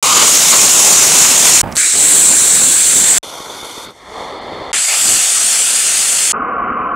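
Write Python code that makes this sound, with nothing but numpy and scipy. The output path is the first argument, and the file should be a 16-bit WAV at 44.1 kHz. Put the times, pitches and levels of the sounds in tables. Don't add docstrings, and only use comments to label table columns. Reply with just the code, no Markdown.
import sys
import numpy as np
from scipy import signal
from scipy.io import wavfile
from scipy.ndimage import uniform_filter1d

SR = 44100
rng = np.random.default_rng(int(sys.argv[2]) if len(sys.argv) > 2 else 0)


def nominal_scale(level):
    x = np.asarray(level, float) / 20
    return 10 ** x


def wrap_up_sound(samples):
    columns = np.atleast_2d(samples).T
    tamed = np.clip(columns, -1, 1)
    steps = np.round(tamed * 32767).astype(np.int16)
    wavfile.write(sys.argv[1], SR, steps)


N = 306582
LEAD = 1024


def jet(cut, burn, colour, side, mic, overload):
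    t0, t1, top_hz = cut
    tied, phase, patchy_db, flicker_db, crackle_db = mic
    n = min(round(t1 * SR), N) - round(t0 * SR) + 2 * LEAD
    hz, t, z = frames(exhaust(n, flicker_db, crackle_db))
    t = t + t0 - LEAD / SR
    heard = (hz < top_hz)[:, None]

    patches = uniform_filter1d(rng.standard_normal(z[0].shape), size=12, axis=0)
    patches = evened(uniform_filter1d(patches, size=24, axis=1))
    smooth = nominal_scale(field_db(t, hz, burn, colour)) * heard * np.sqrt(len(hz))
    gain = smooth * nominal_scale(patchy_db * patches)
    gain *= ((smooth ** 2).sum(0) / (gain ** 2).sum(0)) ** 0.39

    tied = np.clip(tied, 0, 1)
    across = tied * np.exp(1j * phase) * z[0] + np.sqrt(1 - tied ** 2) * z[1]
    clean = gain * np.array([z[0], nominal_scale(read(side, hz))[:, None] * across])
    ports = samples(sum_difference(clean))[:, :n]
    pressed = sum_difference(frames(overloaded(ports, *overload))[2])
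    restore = made_up(clean, pressed)
    pressed *= nominal_scale(swings_db(t, hz)) * (hz > 0)[:, None]
    return samples(sum_difference(pressed * restore * heard))[:, LEAD:n - LEAD]


def exhaust(n, flicker_db, crackle_db):
    air = rng.standard_normal((2, n))
    air *= nominal_scale(flicker_db * evened(uniform_filter1d(rng.standard_normal(n), size=260)))
    air[0] = evened(air[0] + nominal_scale(crackle_db) * crackle(n))
    return air


def crackle(n):
    size = nominal_scale(3 * np.minimum(rng.exponential(1, n), 2.5))
    shocks = size * (rng.random(n) < 140 / SR)
    return -evened(signal.lfilter([1], [1, -.85], shocks)) * 1.53


BAND_EDGES_HZ = [300, 1400, 5150]


def field_db(t, hz, burn, colour):
    shape = colour_db(t, hz, colour)
    band = np.digitize(hz, BAND_EDGES_HZ)
    lift = []
    for k, level in enumerate(layer_levels_db(t, *burn)):
        power = (nominal_scale(shape[band == k]) ** 2).sum(0)
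        lift.append(level - 10 * np.log10(power))
    return shape + uniform_filter1d(np.array(lift)[band], size=5, axis=0)


# (start [s], end [s], edge [s], level [dB])
CHUFFS = [
    (.02, .245, .015, 6.5),
    (.527, .557, .007, 6.5),
    (.49, .515, .006, -4),
    (4.885, 4.97, .01, 5.5),
    (1.74, 1.764, .003, -4),
    (1.765, 1.775, .003, 6),
    (1.78, 1.96, .02, 3),
    (4.73, 4.76, .008, 3),
    (4.79, 4.88, .01, -2),
]
CHUFF_SHARE = (0.28, 0.96, 0.44, -0.26)
# (start [s], end [s], edge [s], level [dB])
DIMMING = [
    (3.862, 3.905, .004, -7),
    (3.915, 3.99, .01, 3),
    (4.1, 4.27, .05, 4),
    (4.33, 4.8, .05, -4),
    (1.71, 1.752, .006, 6),
]


def layer_levels_db(t, steady, follow, thrust):
    levels = np.array(steady)[:, None] + np.outer(follow, np.interp(t, *np.transpose(thrust)))
    levels += np.outer(CHUFF_SHARE, sum(plateau(t, *row) for row in CHUFFS))
    levels[-1] += sum(plateau(t, *row) for row in DIMMING)
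    return levels


# (centre [s], length [s], frequency
# [Hz], width [Hz], level [dB])
COLOUR_SWELLS = [(.1, .13, 1170, 170, 9), (.543, .016, 1100, 140, 9), (1.87, .1, 2300, 250, 4.5),
                 (1.935, .025, 2200, 280, 4), (1.8, .04, 1550, 220, 6), (4.92, .035, 2250, 220, 9),
                 (1.85, .1, 14000, 2600, -5), (4.8, .08, 7400, 450, 3), (5.1, .08, 7700, 650, 4),
                 (4.96, .03, 2750, 250, 5), (1.82, .05, 1900, 400, 5), (5.05, .11, 13500, 2500, 5),
                 (4.78, .06, 15600, 500, -9), (.07, .05, 1750, 220, -5), (4.05, .05, 2000, 400, 4),
                 (2.13, .08, 12000, 2500, 3), (6.05, .3, 2750, 150, 2), (4.78, .06, 13000, 1800, -3),
                 (4.95, .06, 5500, 900, 2.5), (1.9, .05, 5000, 300, 3), (4.755, .03, 4600, 500, -5),
                 (4.82, .04, 3400, 400, -4), (4.86, .04, 5700, 500, -3), (4.74, .012, 2300, 600, 4),
                 (1.742, .012, 7000, 1800, 8), (3.96, .04, 13500, 1500, 5), (1.68, .08, 15600, 150, 6),
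                 (1.86, .08, 4200, 300, 3)]
# (start [s], end [s], frequency [Hz], width [Hz], level [dB])
RIPPLES = [(1.7, 3.2, 6850, 200, -2.5), (1.4, 4.1, 8550, 250, 3.5), (1.7, 3.9, 8400, 200, -3.5),
           (3.199, 4.73, 4600, 79, -13.5), (3, 7.2, 3900, 77, -11), (4.728, 6.335, 8760, 121, 0),
           (5.3, 7.3, 8840, 150, 4), (4.725, 6.33, 9740, 180, 5), (4.731, 6.33, 5060, 102.5, -1)]


def colour_db(t, hz, colour):
    where = np.array([db * bump(hz, f, width) for *_, f, width, db in COLOUR_SWELLS + RIPPLES])
    when = [bump(t, *row[:2]) for row in COLOUR_SWELLS]
    when += [(t > row[0]) & (t < row[1]) for row in RIPPLES]
    return read(colour, hz)[:, None] + where.T @ np.array(when)


def overloaded(ports, ceiling_db, lopsided):
    bent = np.tanh(ports / nominal_scale(ceiling_db) + lopsided)
    return bent - uniform_filter1d(bent, size=3000)


def made_up(clean, pressed):
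    before, after = [abs(v) ** 2 + 1e-24 for v in (clean, pressed)]
    level_before, level_after = [uniform_filter1d(p[0].sum(0), size=16) for p in (before, after)]
    makeup = level_before / level_after
    wanted, present = [abs(uniform_filter1d(uniform_filter1d(p, size=28, axis=2), size=3, axis=1)) + 1e-20
                       for p in (before, after * makeup)]
    return np.sqrt(np.clip(abs(makeup * wanted / present), 0, 100))


# (start [s], end [s], edge [s], level [dB], below [Hz])
BASS_SWINGS = [(1.781, 1.939, 0.013, -13, 1220), (1.8, 1.935, .015, -5, 200),
               (2.15, 2.252, 0.036, -12.5, 90), (2.772, 2.944, 0.041, -4, 1195),
               (2.78, 3.05, 0.028, 3.5, 120.5), (4.79, 4.95, 0.046, -12, 423), (4.82, 4.9, .015, -9, 130),
               (5.038, 5.18, 0.039, 5, 401), (5.22, 5.41, 0.028, -6, 447), (5.25, 5.36, .015, -12, 130),
               (5.52, 5.6, .015, -14, 90), (5.74, 5.95, .02, -13, 90), (5.98, 6.3, .02, -7, 70),
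               (5.753, 5.92, 0.035, -1, 900), (3.845, 3.904, 0.0091, 10, 300), (4.17, 4.3, .03, -1, 900),
               (4.45, 4.72, 0.0285, 4.5, 300)]
# (centre [s], length [s], above [Hz], level [dB])
DROPS = [
    (3.862, 0.0038, 5300, 0),
    (4.403, 0.005, 5200, -13),
    (4.793, .028, 15290, -34.5),
]


def swings_db(t, hz):
    below = np.array([1 / (1 + (hz / row[-1]) ** 8) for row in BASS_SWINGS])
    out = below.T @ np.array([plateau(t, *row[:-1]) for row in BASS_SWINGS])
    return out + sum(db * np.outer(hz > f, bump(t, centre, length)) for centre, length, f, db in DROPS)


# (start [s], end [s], edge [s], level [dB])
STUTTERS = [
    (1.7625, 1.7665, .0006, -9),
    (1.769, 1.7715, .0005, -7),
    (1.774, 1.7763, .0005, -5),
]


def stutter(t):
    return nominal_scale(sum(plateau(t, *row) for row in STUTTERS))


# (time [s], peak [dB], length [ms], frequency [Hz])
SPITS = [
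    (1.716, -29, 2, 6500),
    (1.7245, -15.5, 2.5, 5500),
    (1.7545, -14, 3, 7500),
    (1.7602, -4.5, .7, 7500),
    (1.7673, -1, 1, 6000),
    (1.7718, -4, 1.2, 7500),
    (1.7766, 2, .5, 7000),
    (1.7862, -0.5, .5, 7000),
    (1.816, -4, .6, 6500),
    (1.862, -4, .6, 6500),
]


def spits():
    out = np.zeros(N)
    t = np.arange(600) / SR
    for s, db, ms, hz in SPITS:
        throat = signal.iirpeak(hz, 1.2, SR)
        burst = rng.standard_normal(600) * np.exp(-t * 1000 / ms)
        ring = signal.lfilter(*throat, signal.lfilter(*throat, burst))
        ring += 0.2 * burst * nominal_scale(db)
        out[round(s * SR):][:600] += nominal_scale(db) * ring / abs(ring).max()
    return signal.oaconvolve(out, signal.firwin(201, 15700, fs=SR), "same")


# (time [s], peak [dB], frequency [Hz])
THUMPS = [
    (3.404, -15.5, 500),
    (3.471, -20, 600),
    (3.551, -24, 550),
    (3.63, -16, 500),
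    (3.779, -18, 400),
    (4.532, -15, 606),
    (4.144, -18.5, 700),
    (4.619, -15.5, 600),
]


def thumps():
    out = np.zeros(N)
    for s, db, hz in THUMPS:
        cycles = np.arange(400) / SR * hz
        fade = np.exp(-1.2 * cycles) * np.clip(2 - cycles, 0, 1)
        out[round(s * SR):][:400] -= nominal_scale(db) * np.sin(2 * np.pi * cycles) * fade
    return out


def add_smear(out, sound, end):
    smear = out[:, end:][:, :1500]
    length = smear.shape[1]
    tail = sound[:, :-1501:-1][:, :length]
    smear += tail * nominal_scale(-76.5 - 1600 * np.arange(length) / SR)


def evened(x):
    return x / np.sqrt(np.mean(x ** 2) + 1e-20)


def read(points, hz):
    f, value = np.transpose(points)
    return np.interp(np.log(hz + 1), np.log(f + 1), value)


def bump(x, centre, width):
    return np.exp(-.5 * ((x - centre) / width) ** 2)


def plateau(t, t0, t1, edge, db):
    return db * (np.tanh((t - t0) / edge) - np.tanh((t - t1) / edge)) / 2


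def frames(x):
    return signal.stft(x, SR, nperseg=1024, noverlap=896)


def samples(z):
    return signal.istft(z, SR, nperseg=1024, noverlap=896)[1]


def sum_difference(pair):
    return np.array([pair[0] + pair[1], pair[0] - pair[1]])


# (start [s], end [s], upper limit [Hz])
CUTS = [
    (.026, 1.6157, 15800),
    (1.630, 1.756, 15800),
    (1.7525, 3.184, 15800),
    (3.229, 3.93, 15100),
    (3.93, 4.7187, 14900),
    (4.7304, 6.321, 15800),
    (6.332, 7, 3120),
]
# (frequency [Hz], level [dB per Hz])
FIRST = [(30, -27), (47, -26), (49, -24.1), (69, -22.5), (82, -21), (175, -12), (730, -10.5), (1066, -9.5),
         (1766, -12.5), (2179, -8.5), (4841, -8), (7066, 2.5), (12201, -15), (15700, -19)]
LULL = [(30, -26.5), (89, -0.5), (161, -6), (235, -7), (460, -3.5), (829, -2), (2578, -22), (4000, -33),
        (5200, -32), (8000, -30.5), (15700, -32.5)]
SECOND = [(30, -30), (47, -30.5), (49, -26.2), (58, -21.5), (154, -10.5), (373, -9), (1160, -13),
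          (1766, -16.5), (2924, -16), (4092, -11), (5266, -17.5), (7686, 1.5), (12201, -22.5),
          (15700, -24.5)]
FAR_EARLY = [(30, -13), (171, -6), (541, 2.5), (644, -0.5), (1000, 1.5), (1387, -2.5), (1709, -19),
             (2182, -7), (2689, -22), (3554, -1.5), (3990, -11.5), (4381, -6.5), (4800, -8), (5149, -20)]
FAR_LATE = [(30, -6), (171, -9), (487, -2), (1049, -3), (1339, -7), (1436, -18), (2100, -7.5), (2597, -26),
            (2784, -24), (3554, -8), (3990, -20), (4381, -10.5), (4800, -17), (5149, -33)]
FOURTH = [(30, -45.5), (49, -42), (70, -28), (125, -24.5), (290, -20), (730, -12), (1022, -16.5),
          (1316, -10.5), (2370, -8), (2688, -6.5), (5049, -5), (8015, 7), (13840, -18.5), (15700, -19.5)]
SLOWED = [(30, -15), (129, -27), (264, -6.5), (360, -12.5), (477, -4), (611, -13), (737, -4), (888, -15.5),
          (1037, 0), (1104, 5), (1415, -4), (1760, -23), (2328, -24.5), (3080, -34.5)]
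# (frequency [Hz], level [dB per Hz])
FAR_TREBLE = [
    [(5151, -7), (5600, 1), (6236, 1), (7301, -4.5), (10867, -5), (13627, -15.5), (15000, -23)],
    [(5151, -4), (5500, 5), (6224, 3), (10551, -6.5), (13553, -19.5), (14500, -24), (14900, -48)],
]
# (frequency [Hz], side minus mid [dB])
SIDES = [
    [(40, -29.5), (133, -10), (746, -2), (6500, -20.5), (8957, -22.5), (10515, -35), (11858, -28),
     (13374, -23), (15700, -23)],
    [(60, -9.5), (240, -7), (950, -10), (3770, -11), (15000, -12)],
    [(40, -1), (100, -12.5), (400, -16), (1207, -29.5), (2483, -29.5), (4200, -25), (6500, -17.5),
     (8300, -22), (10000, -38), (15700, -21)],
    [(40, 9), (120, -6), (400, -18), (1100, -28.5), (2585, -32.5), (3288, -40.5), (4716, -40),
     (5999, -11.5), (10000, -23.5), (15700, -23.5)],
    [(40, -18), (144, -27.5), (326, -71), (424, -85), (535, -77), (638, -31), (879, -7.5), (3080, -23)],
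]
# (side that follows mid [share], its phase [rad], patches [dB], flicker [dB], crackle [dB])
MICS = [(.2, 4.5, 1.13, 1.9, -24.5), (.9, 3.5, 0.5, 1.8, -26.5), (.7, 3.3, 1.37, 0.94, -27.5),
        (.01, .01, 1.4, 1.1, -20), (.01, .01, 0.6, 0.3, -23), (.5, -.5, 1.36, 0.78, -23),
        (1, -1.57, 1.2, 0.9, -34.5)]
# (overload ceiling [dB], lopsidedness [share of ceiling])
OVERLOADS = [(-8.5, 0), (0, 0), (-5.5, .2), (0, 0), (0, 0), (-3, .16), (-13, .35)]
# (rumble [dB], roar [dB], rush [dB], hiss [dB])
STEADY = [(-33.5, -23, -17, -8.5), (-25.5, -26.5, -36, -47.5), (-34, -28, -20.5, -8.5),
          (-47, -32.5, -32.5, -35.5), (-43, -28, -35, -48), (-45.5, -32.5, -20.5, -12.5),
          (-32, -19, -28.5, -90)]
FOLLOW = [(1.4, .3, 0.76, 0.64), (2, 1.6, .2, .1), (.1, .3, 0.38, 0.75), (.5, 0.63, 0.87, 1.1),
          (.6, 1, .7, .4), (1.5, .8, 0.43, 0.55), (3, .1, 0.32, 1.1)]
# (time [s], level [dB])
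THRUST = [
    [(.03, -7), (.11, -1.5), (.22, 0.5), (.28, .3), (1.61, 0.5)],
    [(1.634, 1), (1.705, -1.5), (1.745, -1.5), (1.76, -0.5)],
    [(1.746, -45), (1.756, -20), (1.775, -1), (1.823, -3), (1.953, -3), (2.013, 0), (2.19, 1.5), (2.3, -.5),
     (3.18, -1)],
    [(3.232, 0), (3.4, -0.5), (3.6, -0.5), (3.85, -2), (3.903, -7.5), (3.926, -22)],
    [(3.942, -20), (4.127, -3), (4.2, 2.5), (4.4, -2), (4.52, 0.5), (4.71, 0.5)],
    [(4.732, -3), (4.742, 2), (4.86, -1.8), (5.01, -0.5), (5.094, 4.5), (5.25, 0.5), (5.53, 1), (5.83, -1),
     (6.314, 0)],
    [(6.336, 0.5), (6.45, 0.7), (6.94, 0.5)],
]


def scene():
    out = np.zeros((2, N)) + spits() + thumps()
    mono = [(30, -200)]
    colours = [FIRST, LULL, SECOND, FAR_EARLY + FAR_TREBLE[0], FAR_LATE + FAR_TREBLE[1], FOURTH, SLOWED]
    sides = SIDES[:3] + [mono, mono] + SIDES[3:]
    burns = zip(STEADY, FOLLOW, THRUST)
    for cut, *shot in zip(CUTS, burns, colours, sides, MICS, OVERLOADS):
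        sound = jet(cut, *shot)
        start = round(cut[0] * SR)
        end = start + sound.shape[1]
        t = cut[0] + np.arange(sound.shape[1]) / SR
        splice = np.clip(np.minimum(t - cut[0], cut[1] - t) / .0006, 0, 1)
        out[:, start:end] += sound * splice * stutter(t)
        add_smear(out, sound, end)
    return out


def low_pass(x):
    return signal.sosfilt(signal.butter(12, 15800, fs=SR, output="sos"), x)


def record(dry):
    bass_cut = signal.butter(2, 32, "high", fs=SR, output="sos")
    mix = np.clip(signal.sosfilt(bass_cut, dry), -1, 1)
    return low_pass(mix)


dry = scene()
out = record(dry)
wrap_up_sound(out)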